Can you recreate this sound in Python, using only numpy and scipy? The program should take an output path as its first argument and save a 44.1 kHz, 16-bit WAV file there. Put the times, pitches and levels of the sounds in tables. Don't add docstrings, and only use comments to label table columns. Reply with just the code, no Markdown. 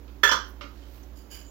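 import sys
import numpy as np
from scipy import signal
from scipy.fft import rfft, irfft, next_fast_len
from scipy.io import wavfile

SR = 44100
rng = np.random.default_rng(int(sys.argv[2]) if len(sys.argv) > 2 else 0)


def to_wav(s):
    ch = np.atleast_2d(s).T
    pcm = np.round(np.clip(ch, -1, 1) * 32767)
    wavfile.write(sys.argv[1], SR, pcm.astype(np.int16))


N = 66150
HIT_N = N // 3
T = np.arange(N) / SR


def from_db(db):
    return 10 ** (np.asarray(db) / 20)


def unit_rms(x):
    return x / np.sqrt(np.mean(x ** 2, axis=-1, keepdims=True) + 1e-20)


def bin_hz(size):
    return np.arange(size // 2 + 1) * SR / size


def at_hz(points, hz):
    freqs, values = np.transpose(points)
    return np.interp(np.log(np.maximum(hz, 1)), np.log(freqs), values)


def colour(x, spectrum):
    n = x.shape[-1]
    size = next_fast_len(n + n // 16)
    gain = from_db(at_hz(spectrum, bin_hz(size)))
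    return irfft(rfft(x, size) * gain, size)[..., :n]


def delayed(x, start):
    lag = int(max(start, 0) * SR)
    return np.pad(x, ((0, 0), (lag, max(N - lag - x.shape[1], 0))))[:, :N]


def envelope(start, rise, hold, t60, size=N):
    t = T[:size] - start
    decay = np.exp(-np.log(1000) * np.maximum(t - rise - hold, 0) / t60)
    return np.clip(t / rise, 0, 1) * decay


# frequency in Hz, coherence from 0 to 1.
COHERENCE = [(60, 0.89), (200, 1), (500, 0.5), (1200, 0), (4000, 0.01), (16000, .1)]

def diffuse_noise(size=N):
    alike = np.clip(at_hz(COHERENCE, bin_hz(size)), 0, 1)
    mid, side = rfft(rng.standard_normal((2, size)))
    left_right = np.sqrt(1 + alike) * mid + np.sqrt(1 - alike) * side * [[1], [-1]]
    return unit_rms(irfft(left_right, size))


# frequency in Hz, rms level in dB before the drift.
HUM_TONES = [(59.3, -42.5), (118.6, -63), (212, -60.5), (285.3, -58.5), (380, -63), (570, -69)]
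# time in seconds, gain in dB.
HUM_DRIFT = [(0, 0.5), (.6, 1.5), (.85, 0), (1.25, 0), (1.5, -4)]

def appliance_hum():
    hum = sum(from_db(db) * np.sqrt(2) * np.sin(2 * np.pi * (hz * T + rng.random()))
              for hz, db in HUM_TONES)
    return hum * from_db(np.interp(T, *np.transpose(HUM_DRIFT)))


# frequency in Hz, relative spectral density in dB.
ROOM_NOISE_SPECTRUM = [(20, -30), (45, 7), (80, 1), (170, -11), (300, -1.5), (400, -6), (550, -10),
                       (1000, -14.5), (2000, -21.5), (4000, -27.5), (7000, -30.5), (8700, -47.5),
                       (12000, -29.5), (15500, -28.5)]
ROOM_NOISE_DB = -48.5

def room_noise():
    return from_db(ROOM_NOISE_DB) * unit_rms(colour(diffuse_noise(), ROOM_NOISE_SPECTRUM))


# frequency in Hz, t60 in seconds.
REVERBERATION_TIMES = [(200, 0.3), (1200, 0.34), (3000, 0.29), (6000, 0.28), (12000, 0.2)]

def room_response():
    hz, noise = bin_hz(HIT_N), rfft(diffuse_noise(HIT_N))
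    edges_hz = [0, 400, 800, 2000, 4000, 8000, SR / 2]
    tail = 0
    for low, high in zip(edges_hz, edges_hz[1:]):
        band = irfft(noise * (hz >= low) * (hz < high), HIT_N)
        t60 = at_hz(REVERBERATION_TIMES, (low + high) / 2)
        tail += band * from_db(-60 * T[:HIT_N] / t60)
    return rfft(delayed(tail, start=.004)[:, :HIT_N])


def reverberation(x, room, wet_db):
    reflections = unit_rms(irfft(rfft(x) * room, HIT_N))
    return from_db(wet_db) * np.sqrt(np.mean(x ** 2)) * reflections


DIRECT_LEFT_DB = 2

def modal_rings(modes, room):
    rings = []
    for hz, db, t60 in modes:
        phase = np.array([[rng.random()], [0]])
        decay = envelope(0, rise=.0015, hold=0, t60=t60, size=HIT_N)
        ring = from_db(db) * np.sin(2 * np.pi * (hz * T[:HIT_N] + phase)) * decay
        direct = ring * from_db([[DIRECT_LEFT_DB], [0]])
        rings.append(direct + reverberation(ring[1], room, wet_db=-6))
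    return np.array(rings)


def contact_noise(spectrum, room, t60=.051):
    noise = unit_rms(colour(diffuse_noise(HIT_N), spectrum))
    crack = noise * envelope(0, rise=.002, hold=0, t60=t60, size=HIT_N)
    return crack + reverberation(crack, room, wet_db=2.5)


# start in seconds, ring gain in dB, noise gain in dB.
WOOD_IMPACTS = [(0.078, -78, -52), (.609, -39, -37.5), (.614, -42.5, -38.5), (.640, -41, -46.5)]
# frequency in Hz, relative level in dB, t60 in seconds.
WOOD_MODES = [(284.7, -1, .22), (570, -4, 0.11), (1182, -6.5, 0.16), (1290, -12, .18), (2160, -9, 0.13),
              (2767, -3, 0.081)]
# frequency in Hz, relative spectral density in dB.
WOOD_CONTACT = [(150, -20), (300, -15.5), (800, -13), (1200, 4.5), (1800, -4), (2700, -5), (5300, -9.5),
                (7200, -24), (9000, -41), (15000, -42)]

def knocks(room):
    ring = modal_rings(WOOD_MODES, room).sum(axis=0)
    out = 0
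    for start, ring_db, noise_db in WOOD_IMPACTS:
        thud = contact_noise(WOOD_CONTACT, room, t60=.055)
        out += delayed(from_db(ring_db) * ring + from_db(noise_db) * thud, start)
    return out


# start in seconds, ring gain in dB, noise gain in dB.
UTENSIL_IMPACTS = [(.232, -13, -15), (0.235, 1.5, -16.5), (.2425, -13, -22), (0.2748, -7, -26.5)]
# frequency in Hz, relative level in dB, t60 in seconds.
UTENSIL_RESONANCES = [(1292, -25, .12), (1397, -20, 0.2), (1448, -18, .14), (1625, -23, .12),
                      (1713, -16, 0.22), (1767, -8, 0.12), (1836, -25.5, 0.067), (2100, -30.5, 0.075),
                      (2470, -37, 0.1196), (3417, -16, .14), (3465, -23, .14), (4333, -29.5, 0.13),
                      (5592, -22, 0.083), (6637, -32.5, 0.28), (8405, -43.5, .17), (9636, -53, 0.16),
                      (11610, -39.5, 0.12), (11700, -36.5, .12), (12950, -44, .08), (14400, -42, .11),
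                      (15430, -36.5, .1)]
# frequency in Hz, relative spectral density in dB.
UTENSIL_CONTACT = [(120, -50), (230, -11.5), (400, -7), (560, -4), (750, -12), (1000, -7), (1400, 5),
                   (2000, -5.5), (2600, -9), (3200, -3.5), (3800, -12.5), (5800, -14.5), (7200, -22),
                   (8800, -32), (12000, -29), (15500, -23)]

def utensil(room):
    ring = modal_rings(UTENSIL_RESONANCES, room).sum(axis=0)
    out = 0
    for start, ring_db, noise_db in UTENSIL_IMPACTS:
        crack = contact_noise(UTENSIL_CONTACT, room)
        out += delayed(from_db(ring_db) * ring + from_db(noise_db) * crack, start)
    return out


# start in seconds, ring gain in dB, noise gain in dB,
# favoured frequency in Hz, spread around it in octaves.
DISH_IMPACTS = [(.2915, 1, -36, 5050, .06), (0.2933, -4.5, -31, 2200, 1.6), (0.3136, -2, -18.5, 4500, 1.07),
                (.318, 0, -18.5, 1800, 1.75), (0.4413, -27, -44, 5940, 1.4), (.828, -34, -68, 3190, 0.13)]
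# frequency in Hz, relative level in dB, t60 in seconds.
DISH_RESONANCES = [(985.6, -25, 0.22), (1036.4, -18.5, 0.17), (1063.6, -21.5, 0.2), (1210, -28.5, 0.24),
                   (1257, -23, 0.15), (1392, -21.5, 0.13), (1452, -22, 0.13), (1581, -20.5, 0.12),
                   (1730, -22.5, 0.15), (3058, -19.5, 0.18), (3125, -24, .18), (3235, -27.5, 0.083),
                   (5120, -23, 0.036), (5610, -20.5, 0.11), (5766, -21, .16)]
# frequency in Hz, relative spectral density in dB.
DISH_CONTACT_SPECTRUM = [(130, -35), (230, -8.5), (400, -2), (600, -1.5), (750, -8.5), (1000, 1.5),
                         (1400, 6), (2000, -5.5), (2600, -11.5), (3200, -1), (3800, -8), (5800, -3.5),
                         (7200, -17.5), (8800, -29.5), (12000, -25), (15500, -24.5)]

def dish(room):
    rings = modal_rings(DISH_RESONANCES, room)
    mode_hz = np.array(DISH_RESONANCES)[:, 0]
    out = 0
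    for start, ring_db, noise_db, centre_hz, spread in DISH_IMPACTS:
        octaves_away = np.log2(mode_hz / centre_hz)
        weights = from_db(ring_db) * np.exp(-.5 * (octaves_away / spread) ** 2)
        ring = np.tensordot(weights, rings, 1)
        crack = contact_noise(DISH_CONTACT_SPECTRUM, room)
        out += delayed(ring + from_db(noise_db) * crack, start)
    return out


GRAIN_DB, GRAINS_PER_S = 2, 300

def friction():
    roughness = np.interp(T * GRAINS_PER_S, np.arange(N), rng.standard_normal(N))
    return diffuse_noise() * from_db(GRAIN_DB * roughness)


# start, rise, hold and t60 in seconds, level in dB,
# centre frequency in Hz, bandwidth in octaves.
SLIDE_STROKES = [(0.476, 0.0074, .006, 0.19, -54.5, 14000, .5), (0.675, .12, 0.18, 0.59, -59.5, 2600, 2.03),
                 (0.853, 0.074, 0.066, 0.29, -58.5, 14000, 0.35),
                 (1.025, .008, 0.0047, 0.064, -56.5, 6060, 0.22),
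                 (1.46, 0.0063, 0.016, 0.22, -54, 7060, 0.1)]

def slides():
    drive, out = friction(), 0
    for *timing, db, centre_hz, octaves in SLIDE_STROKES:
        edge_ratio = 2 ** (octaves / 2)
        band_hz = np.clip([centre_hz / edge_ratio, centre_hz * edge_ratio], 20, .45 * SR)
        swish = signal.sosfilt(signal.butter(2, band_hz, "band", fs=SR, output="sos"), drive)
        out += from_db(db) * envelope(*timing) * unit_rms(swish)
    return out


# start, rise, hold and t60 in seconds, level in dB, lower edge in Hz.
METAL_STROKES = [(1.15, 0.02, .025, 0.41, -55, 3830), (1.299, 0.019, 0.041, 0.32, -42, 700),
                 (1.383, .01, .012, 0.23, -53.5, 1500)]
# frequency in Hz, bandwidth in Hz, peak gain in dB.
METAL_RESONANCES = [(1640, 110, -3), (2370, 400, -11), (2900, 60, 1), (3032, 49, 2.5), (3090, 47, -4.5),
                    (4770, 58, 0), (4850, 56, 4), (6670, 70, -4), (6900, 74, 3), (10030, 54, -2),
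                    (10200, 100, -11.5), (11720, 36, -4), (13100, 110, -7), (14600, 160, -3),
                    (15270, 70, -4)]
# frequency in Hz, gain in dB.
METAL_HISS = [(300, -22), (800, -19), (2600, -14), (3600, -24), (4300, -13), (5600, -12), (7400, -17),
              (8400, -38), (9200, -26), (10500, -16), (13000, -15), (15500, -23)]
TREBLE_EDGE_HZ, TREBLE_T60_RATIO = 8500, .75

def rubbed_metal():
    drive, out = friction(), 0
    body = colour(drive, METAL_HISS)
    for hz, width_hz, db in METAL_RESONANCES:
        body += from_db(db) * signal.lfilter(*signal.iirpeak(hz, hz / width_hz, fs=SR), drive)
    for start, rise, hold, t60, db, low_hz in METAL_STROKES:
        thinned = signal.lfilter(*signal.butter(2, low_hz, "high", fs=SR), body)
        stroke = from_db(db) * unit_rms(thinned)
        treble = irfft(rfft(stroke) * (bin_hz(N) > TREBLE_EDGE_HZ), N)
        out += (stroke - treble) * envelope(start, rise, hold, t60)
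        out += treble * envelope(start, rise, hold, t60 * TREBLE_T60_RATIO)
    return out


def scene():
    room = room_response()
    impacts = utensil(room) + dish(room) + knocks(room)
    return impacts + rubbed_metal() + slides() + appliance_hum() + room_noise()


# frequency in Hz, gain in dB.
LEFT_BALANCE = [(60, -12), (300, -15.5), (1000, -18), (1750, -19.5), (3200, -13.5), (5600, -13.5),
                (6700, -8.5), (9500, -13.5), (14000, -12.5)]
CUTOFF_HZ = 15900

def record(dry):
    stereo = [colour(dry[0], LEFT_BALANCE), dry[1]]
    low_pass = signal.ellip(12, .1, 70, CUTOFF_HZ, fs=SR, output="sos")
    return signal.sosfilt(low_pass, np.clip(stereo, -1, 1))


dry = scene()
out = record(dry)
to_wav(out)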